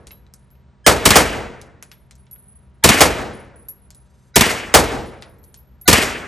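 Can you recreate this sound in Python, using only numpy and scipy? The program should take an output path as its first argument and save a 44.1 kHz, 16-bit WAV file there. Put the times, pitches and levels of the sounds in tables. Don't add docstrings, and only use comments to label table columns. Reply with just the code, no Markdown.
import sys
import numpy as np
from scipy import signal
from scipy.fft import rfft, irfft, next_fast_len
from scipy.io import wavfile
from scipy.ndimage import uniform_filter1d, map_coordinates

SR = 44100
rng = np.random.default_rng(int(sys.argv[2]) if len(sys.argv) > 2 else 0)


def persist_wave(psi):
    counts = np.round(np.clip(psi, -1, 1) * 32767).astype(np.int16)
    wavfile.write(sys.argv[1], SR, np.atleast_2d(counts).T)


def boost(x):
    u = np.asarray(x, float) / 20
    return 10 ** u


N = 276507

# (frequency [Hz], density [dB/Hz])
AIR_SPECTRUM = [(15, -60.5), (25, -30.5), (55, -5.5), (82, -9.5), (97, -19), (130, -17.5), (241, -22),
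                (266, -32.5), (385, -31), (911, -37), (981, -39), (1320, -38.5), (9000, -64),
                (11700, -97.5), (19800, -120)]
# (frequency [Hz], level [dB])
FAN_ORDERS = [(64.6, -57), (129.2, -54.5), (193.8, -61.5), (387.6, -72), (608.3, -77.5), (958.2, -72)]

# (time [s], strength [dB])
NEAR_SHOTS = [
    (1.0536, -5),
    (2.838, -3.5),
    (4.3571, -5.5),
    (5.877, -3.5),
]
LANE_SHOTS = [
    (-.55, -3.5),
    (0.864, -4),
    (1.156, -5.5),
    (3.006, -5),
    (4.740, -3),
]
# (delay [s], level [dB], t60 [s], tilt [dB/octave])
NEAR_WALLS = [
    (0, -2, 0.13, 4),
    (.003, 7, .066, -1.5),
    (.0512, 3, .03, 0),
    (.055, 0, 0.053, 0.5),
    (.066, -17.5, 0.027, -4.5),
    (.1, -9.5, .07, 0),
    (0.138, -16, 0.22, 1.2),
]
LANE_WALLS = [
    (0, 9, 0.057, 1),
    (.007, 2.5, 0.16, 1),
    (.048, -13, 0.19, -0.5),
    (0.098, -25, 0.15, 0),
    (.175, -24.5, .3, -2.5),
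    (0.204, -34.5, 0.13, -2),
]
# (frequency [Hz], density [dB/Hz])
NEAR_BLAST = [(24, -41), (40, -1), (85, 3), (150, -6), (234, -0.5), (580, -6.5), (1200, -7.5),
              (1570, -14.5), (1680, -11), (2960, -12.5), (9000, -18), (11700, -48), (19800, -120)]
LANE_BLAST = [(24, -29.5), (40, 6), (219, -1.5), (287, 1), (744, 0), (1090, -4), (1340, -5), (2900, -12.5),
              (9000, -17), (11700, -47), (19800, -120)]
# (frequency [Hz], density [dB/Hz])
NEAR_HALL = [(24, -42.5), (40, -4), (81, -10.5), (136, -10.5), (245, -3), (377, -4.5), (442, -3), (779, -5),
             (977, -7.5), (1970, -3.5), (2900, -5.5), (3800, -13.5), (9000, -14.5), (11700, -43),
             (19800, -120)]
LANE_HALL = [(24, -39), (40, -11), (81, -8.5), (174, -11), (229, -6.5), (262, -9.5), (452, -0.5),
             (933, -10.5), (1020, -13.5), (2110, -15), (9000, -26.5), (11700, -64), (19800, -120)]
# (frequency [Hz], t60 [s])
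HALL_T60 = [(60, 1.5), (200, 1.1), (500, 0.84), (1200, 0.95), (3000, 0.68), (7000, 0.61), (12000, 0.48)]
# (frequency [Hz], level [dB], t60 [s])
BOOM_MODES = [(56.6, -25.5, 0.88), (82, -22.5, 1), (195.4, -25, 0.15)]
THUMP_S, THUMP_HZ, THUMP_T60_S, SINK_S = .0545, 81.6, 0.083, .006

# (struck [s], level [dB], flight [s])
SHORT_FLIGHTS = [(0, -83, 0.044), (.066, -67, 0.034), (.358, -68.5, .12), (1.559, -74, .05),
                 (1.615, -76, 0.23), (1.825, -62, 0.15), (2.0, -78, .1), (2.177, -67.5, .12),
                 (2.38, -59, 0.099), (2.476, -63, 0.11), (2.553, -67, .16), (2.74, -82.5, 0.086),
                 (3.334, -57, 0.22), (3.559, -58.5, .12), (3.73, -70, .08), (3.817, -67, 0.064),
                 (3.947, -62, 0.096), (5.058, -61.5, 0.12), (5.211, -67, 0.073), (5.275, -69, .16),
                 (5.44, -62, 0.12), (5.541, -66.5, 0.091)]
# (struck [s], level [dB], flight [s])
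LONG_FLIGHTS = [(3.63, -73, 0.046), (4.985, -56.5, .12), (5.285, -68.5, .1), (5.385, -63, 0.042),
                (5.43, -55.5, 0.13), (5.572, -54, 0.082), (5.67, -62.5, .14)]
SHORT_HZ, LONG_HZ = 9800, 11770
SING_ATTACK_S, SING_T60_S, LANDING_S = 0.0013, 0.38, .012

# (time [s], peak [dB], tick centre [Hz], left-right [dB], thud [dB])
TICKS = [(0.07, -26, 6260, 2, -2.5), (0.1076, -31, 2740, -0.5, -2), (0.266, -55, 3870, 5, 5),
         (0.553, -49, 2190, -5, -6), (1.6149, -25.5, 6460, -3, -19), (1.8256, -23.5, 7900, 3, 2),
         (1.9157, -36.5, 4300, 2.5, 11.5), (2.1099, -30, 5870, 2.5, -3.5), (2.2672, -44.5, 3180, -1.0, -6),
         (2.3608, -42, 1303, 0.0, -5), (3.905, -28, 6900, 2, -7), (5.223, -22.5, 2530, 2, 1),
         (5.5426, -29, 6300, 2.5, -5)]
# (time [s], peak [dB], tick centre [Hz])
RIM_TICKS = [(0.338, -28, 10500), (0.5044, -52, 11500), (0.5117, -62, 11500), (1.329, -25, 7000),
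             (1.719, -62.5, 9800), (2.154, -39.5, 9780), (2.3121, -39, 11460), (3.5583, -57, 9730),
             (3.686, -27, 11700), (3.9476, -35, 11150), (5.0592, -40.5, 9770), (5.1871, -52, 10930),
             (5.384, -54.5, 9900), (5.44, -40.5, 9640), (5.8128, -39, 11600)]
# (time [s], peak [dB], frequency [Hz], t60 [s])
RINGS = [(0.114, -43.5, 11620, 0.23), (0.511, -58, 11700, 0.27), (1.616, -69, 11300, 0.2),
         (1.918, -52, 11400, 0.3), (2.3112, -41, 11440, 0.28), (2.3301, -33, 11380, 0.077),
         (3.6849, -31, 11570, 0.188), (3.6985, -43, 11230, 0.089), (5.574, -54, 11750, 0.18),
         (5.8137, -38.5, 11520, 0.15)]
# (frequency [Hz], level [dB], t60 [s])
BENCH_MODES = [(1300, -13, 0.12), (2150, 0, 0.04), (2630, -4, 0.079), (3881, -15, 0.15), (3978, -17, 0.31)]
TICK_T60_S, RIM_T60_S, THUD_HZ = 0.057, .065, 1700
BOOTH_S, ECHO_T60_S = .007, .3
HEAVY_LASTS = 0.15
RIM_THUD_DB, THUD_FROM_DB, THUD_GROWS = -21, -49, 0.62

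# (frequency [Hz], width [Hz], level [dB])
ROLL_MODES = [(3700, 60, -4), (4900, 60, 0), (6130, 27, -1.5), (6170, 130, -1), (7490, 67, 1),
              (8700, 65, 3.5), (9750, 27, -3), (11150, 250, -6.5)]
ROLL_FROM_S, ROLL_TO_S, ROLL_STOP_S = 3.995, 4.28, .03
ROLL_DB, ROLL_GROWS_DB_PER_S = -75, 12
TURN_S, TURN_AT_S = .043, .027

# (frequency [Hz], correlation [0-1])
LIKENESS = [(30, .8), (60, .84), (150, .88), (300, .86), (700, .85), (1400, .68), (2100, .9), (4500, .93),
            (5500, .995), (8300, .99), (9000, .85), (10300, .97), (12500, .9), (14000, .4)]
# (frequency [Hz], gain [dB])
MIC_RESPONSE = [(30, -10), (60, -1.5), (9000, 1.5), (11000, 4), (11800, -0.5), (12600, -6.5),
                (13300, -13.5), (15500, -13), (15800, -33.5)]
# (frequency [Hz], phase [rad])
PORT_LEAD = [(2000, 0), (3300, -.55), (5000, -.3), (5500, 0), (8500, 0), (9000, .6), (9650, 2.2),
             (10200, 3.15), (11000, 4.6), (11700, 5.9), (12400, 6.5), (13800, 9.4)]
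SWELL_GRID_S, SWELL_GRID_START_S, LEAST_SWELL_S = 1024 / 48000, .0094, .005
SWELL_DB, SWELL_DB_PER_S = -37, 250


def unit(x):
    return x / np.sqrt(np.mean(x ** 2) + 1e-20)


def along(points, hz):
    f, v = np.transpose(points)
    return np.interp(np.log(hz + 1), np.log(f + 1), v)


def filtered(x, response):
    m = next_fast_len(x.shape[-1] + 4096)
    return irfft(rfft(x, m) * response(np.fft.rfftfreq(m, 1 / SR)), m)[..., :x.shape[-1]]


def stereo(pair):
    def mid_side(hz):
        turn = np.arccos(np.clip(along(LIKENESS, hz), -1, 1)) / 2
        return np.array([np.cos(turn), np.sin(turn)])

    mid, side = filtered(pair, mid_side)
    return np.array([mid + side, mid - side])


def add(out, x, s):
    i = round(s * SR)
    part = x[:, max(-i, 0):N - i]
    out[:, max(i, 0):max(i, 0) + part.shape[1]] += part


def spell(start, length, attack, release):
    t = np.arange(N) / SR - start
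    opening = 1 - np.exp(-np.clip(t, 0, 1) / attack)
    return t, opening * np.exp(-(np.clip(t - length, 0, 1) / release) ** 2)


def ventilation():
    def colour(hz):
        whistle_db = 1.9 * np.exp(-((hz - 4000) / 500) ** 2)
        return boost(along(AIR_SPECTRUM, hz) + whistle_db)

    rush = unit(filtered(stereo(rng.standard_normal((2, N))), colour))
    t = np.arange(N) / SR
    drift = np.cumsum(rng.normal(0, 0.016, (len(FAN_ORDERS), N)), axis=1)
    ears = np.array([[.3], [-.3]])
    hum = sum(boost(db + 1.0) * np.sin(2 * np.pi * hz * t + d + ears)
              for (hz, db), d in zip(FAN_ORDERS, drift))
    return boost(-50.5) * rush + hum


def wall_returns(walls, hz, t):
    rise_s = .0004 + 1.6 / hz
    total = 0
    for delay, db, t60, tilt in walls:
        since = abs(t - delay)
        level_db = db + tilt * np.log2(hz / 2000)
        decay_db = 60 * (since / (t60 * (hz / 2000) ** -.12)) ** 1.157
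        total = total + (t > delay) * boost(level_db - decay_db) * (1 - np.exp(-since / rise_s))
    return total


def low_boom(t, boom_db, thump_db):
    ears = np.array([[.33], [-.33]])
    boom = sum(boost(boom_db + db - 60 * t / t60) * np.sin(2 * np.pi * hz * t + ears)
               for hz, db, t60 in BOOM_MODES)
    late = np.clip(t - THUMP_S, 0, None)
    sunk = late + SINK_S * (1 - np.exp(-late / 0.0025))
    thump = boost(thump_db - 60 * late / THUMP_T60_S) * np.sin(2 * np.pi * THUMP_HZ * sunk)
    return boom * (1 - np.exp(-t / 0.012)) - thump


def gun(shots, walls, blast, hall, hall_db, boom_db, thump_db, fresh, swell, grain_db):
    def coloured(spectrum, x):
        return unit(filtered(x, lambda hz: boost(along(spectrum[:-2], hz))))

    out, t = np.zeros((2, N)), np.arange(4 * SR // 3) / SR
    centres = 45 * 2.0 ** np.arange(9)
    paths = rng.standard_normal((2, 2, len(t)))
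    lumps = boost(grain_db * np.tanh(map_coordinates(rng.standard_normal(400), [t * 220])))
    shapes = []
    for hz in centres:
        uneven_db = 1.6 * map_coordinates(rng.standard_normal(60), [t * 35])
        tail = boost(uneven_db + hall_db - 60 * t / along(HALL_T60, hz))
        shapes.append([lumps * wall_returns(walls, hz, t), tail * (1 - np.exp(-(t / swell) ** 2))])
    boom = low_boom(t, boom_db, thump_db)
    octave = np.log2(np.clip(np.fft.rfftfreq(len(t), 1 / SR), centres[0], centres[-1]))
    for s, db in shots:
        noise = paths + fresh * rng.standard_normal(paths.shape)
        both = rfft([stereo(coloured(blast, noise[0])), stereo(coloured(hall, noise[1]))])
        shot = boom
        for hz, shape in zip(centres, shapes):
            band = irfft(both * np.clip(1 - abs(octave - np.log2(hz)), 0, 1), len(t))
            shot = shot + (band * np.array(shape)[:, None]).sum(axis=0)
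        add(out, boost(db) * shot, s)
    return out


def singing(flights, hz, width_hz, gain_db):
    tone = unit(filtered(rng.standard_normal(N), lambda f: np.exp(-((f - hz) / width_hz) ** 2)))
    level = 0
    for s, db, flight in flights:
        t, gain = spell(s, flight, SING_ATTACK_S, LANDING_S)
        level = level + gain * boost(db - 60 * abs(t) / SING_T60_S)
    return boost(gain_db) * tone * level


def bounce(hz, thud_db, t60):
    t = np.arange(SR // 3) / SR
    patches = rng.standard_normal(40)

    def band(f, c):
        return (1j * f * 1.81 * c / (c * c - f * f + 1j * f * 2.33 * c)) ** 2

    def colour(f):
        tick = band(f, hz) / (1 + (f / (2.1 * hz)) ** 4)
        thud = boost(thud_db) * band(f, THUD_HZ)
        return (tick + thud) * boost(0.96 * map_coordinates(patches, [f / 600]))

    noise = stereo(rng.standard_normal((2, len(t))))
    slaps_db = 4 * np.cos(2 * np.pi * t / BOOTH_S)
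    body_t60 = np.clip(t60 * boost(HEAVY_LASTS * thud_db), .01, .2)
    envelope = boost(-3 - 60 * t / 0.0036) + boost(-8 + slaps_db - 60 * t / body_t60)
    tick = filtered(noise * envelope, colour)
    echo = filtered(noise * boost(-19.5 - 60 * t / ECHO_T60_S), lambda f: colour(f) / (1 + (f / 8000) ** 4))
    return tick + echo


def landings():
    out = np.zeros((2, N))
    blows = [(*row, TICK_T60_S) for row in TICKS]
    for s, db, hz in RIM_TICKS:
        thud_db = RIM_THUD_DB + THUD_GROWS * max(db - THUD_FROM_DB, 0)
        blows.append((s, db, hz, 0, thud_db, RIM_T60_S))
    for s, db, hz, pan_db, thud_db, t60 in blows:
        pan = boost([[pan_db / 2], [-pan_db / 2]])
        add(out, boost(db + 0.5) * bounce(hz, thud_db, t60) * pan, s)
    return out


def ringing():
    out, t = np.zeros((2, N)), np.arange(SR // 3) / SR
    for s, db, hz, t60 in RINGS:
        tumble = 1 + 0.4 * np.sin(2 * np.pi * rng.uniform(11.6, 59) * t)
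        tone = np.sin(2 * np.pi * hz * t + np.cumsum(rng.normal(0, 0.048, len(t))))
        buzz = unit(filtered(rng.standard_normal(len(t)), lambda f: np.exp(-((f - hz) / 400) ** 2)))
        envelope = boost(db - 60 * t / np.clip(t60, .03, 1)) * (1 - np.exp(-t / 0.00074))
        add(out, envelope * (tumble * tone + boost(-4 - 110 * t) * buzz)[None], s)
    return out


def bench_knock():
    out, t = np.zeros((2, N)), np.arange(SR // 3) / SR
    modes = [boost(db - 60 * t / t60) * np.sin(2 * np.pi * hz * t) for hz, db, t60 in BENCH_MODES]
    add(out, boost(-43) * sum(modes)[None], TICKS[1][0])
    add(out, boost(-47 - 900 * t) * sum(modes[-2:])[None], TICKS[2][0])
    return out


def rolling():
    def body(f):
        modes = sum(boost(db) * 1j * f * 2 * w / (c * c - f * f + 1j * f * 2 * w) for c, w, db in ROLL_MODES)
        return .6 * (f > 3500) + modes

    t, gain = spell(ROLL_FROM_S, ROLL_TO_S - ROLL_FROM_S, 0.047, ROLL_STOP_S)
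    bumps_db = 5 * np.cos(2 * np.pi * (t - TURN_AT_S) / TURN_S) * np.clip(1.2 - 4 * t, .2, 1)
    level = boost(ROLL_DB + 3.5 + ROLL_GROWS_DB_PER_S * t + bumps_db)
    return gain * level * unit(filtered(stereo(rng.standard_normal((2, N))), body))


def scene():
    near = gun(NEAR_SHOTS, NEAR_WALLS, NEAR_BLAST, NEAR_HALL, hall_db=-2.5, boom_db=1.5,
               thump_db=-2, fresh=0.99, swell=0.058, grain_db=5.0)
    lane = gun(LANE_SHOTS, LANE_WALLS, LANE_BLAST, LANE_HALL, hall_db=-8.5, boom_db=3.0,
               thump_db=-13.5, fresh=0.44, swell=0.11, grain_db=1.0)
    brass = landings() + ringing() + bench_knock() + rolling()
    brass += singing(SHORT_FLIGHTS, SHORT_HZ, 45, gain_db=11.0)
    brass += singing(LONG_FLIGHTS, LONG_HZ, 54, gain_db=0.5)
    return near * boost([[.4], [-.4]]) + lane * boost([[.3], [-.3]]) + brass + ventilation()


def faint_swells(x):
    out = np.zeros((2, N))
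    for s, _ in sorted(NEAR_SHOTS + LANE_SHOTS)[1:]:
        length = LEAST_SWELL_S + (s - SWELL_GRID_START_S - LEAST_SWELL_S) % SWELL_GRID_S
        t = np.arange(round(length * SR)) / SR
        hz = np.cumsum(250 + rng.exponential(750, (7, 1)), axis=0)
        tones = np.sin(2 * np.pi * (hz * t + rng.random(hz.shape)))
        tones = tones * boost(rng.normal(0, 3, hz.shape) - hz / 450)
        swell = (.3 + (t / length) ** 3) * np.clip(t / .006, 0, 1)
        level = boost(SWELL_DB + SWELL_DB_PER_S * length)
        add(out, level * swell * tones.sum(axis=0)[None], s - length)
    return x + out


def thinned(x, quiet_db, side_db, mid_db, mask_db, jump_db):
    hz, _, z = signal.stft([x[0] + x[1], x[0] - x[1]], SR, nperseg=1024)
    power = (abs(z[:, :512]) ** 2).reshape(2, 64, 8, -1).mean(axis=2)
    power = np.repeat(power, 8, axis=1)
    power = uniform_filter1d(np.concatenate([power, power[:, -1:]], axis=1), size=2, axis=2)
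    both, hz_column = power.sum(axis=0), hz[:, None]
    top = hz_column > 13050
    memory = signal.lfilter([.06], [1, -.94], both, axis=1)
    attack = both > boost(2 * jump_db) * memory
    rising_db = 14 * np.clip(hz_column / 1000 - 11.8, 0, 1.3) * ~top - 34 * top
    masker = both[(hz > 300) & (hz < 4000)].mean(axis=0)
    threshold = boost(2 * rising_db) * (boost(2 * quiet_db) + boost(2 * mask_db) * masker)
    keep = (both > threshold) | (hz_column < 9990)
    keep &= ~top | attack
    keep_side = keep & ((power[1] > boost(2 * side_db) * power[0]) | (hz_column < 4000))
    keep_mid = keep & ((power[0] > boost(2 * mid_db) * power[1]) | attack)
    mid, side = signal.istft(z * [keep_mid, keep_side], SR, nperseg=1024)[1][:, :N] / 2
    return np.array([mid + side, mid - side])


def low_pass(x):
    return signal.sosfilt(signal.butter(12, 15610, fs=SR, output="sos"), x)


def record(dry):
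    def ports(hz):
        lead = np.array([[-.5j], [.5j]]) * along(PORT_LEAD, hz)
        return boost(along(MIC_RESPONSE, hz)) * np.exp(lead)

    squeezed = dry / (1 + abs(dry / 1.1) ** 4) ** (1 / 4)
    heard = faint_swells(filtered(squeezed, ports))
    mix = thinned(heard, quiet_db=-92, side_db=-15.0, mid_db=-10, mask_db=-35, jump_db=-0.1)
    return low_pass(mix)


dry = scene()
out = record(dry)
persist_wave(out)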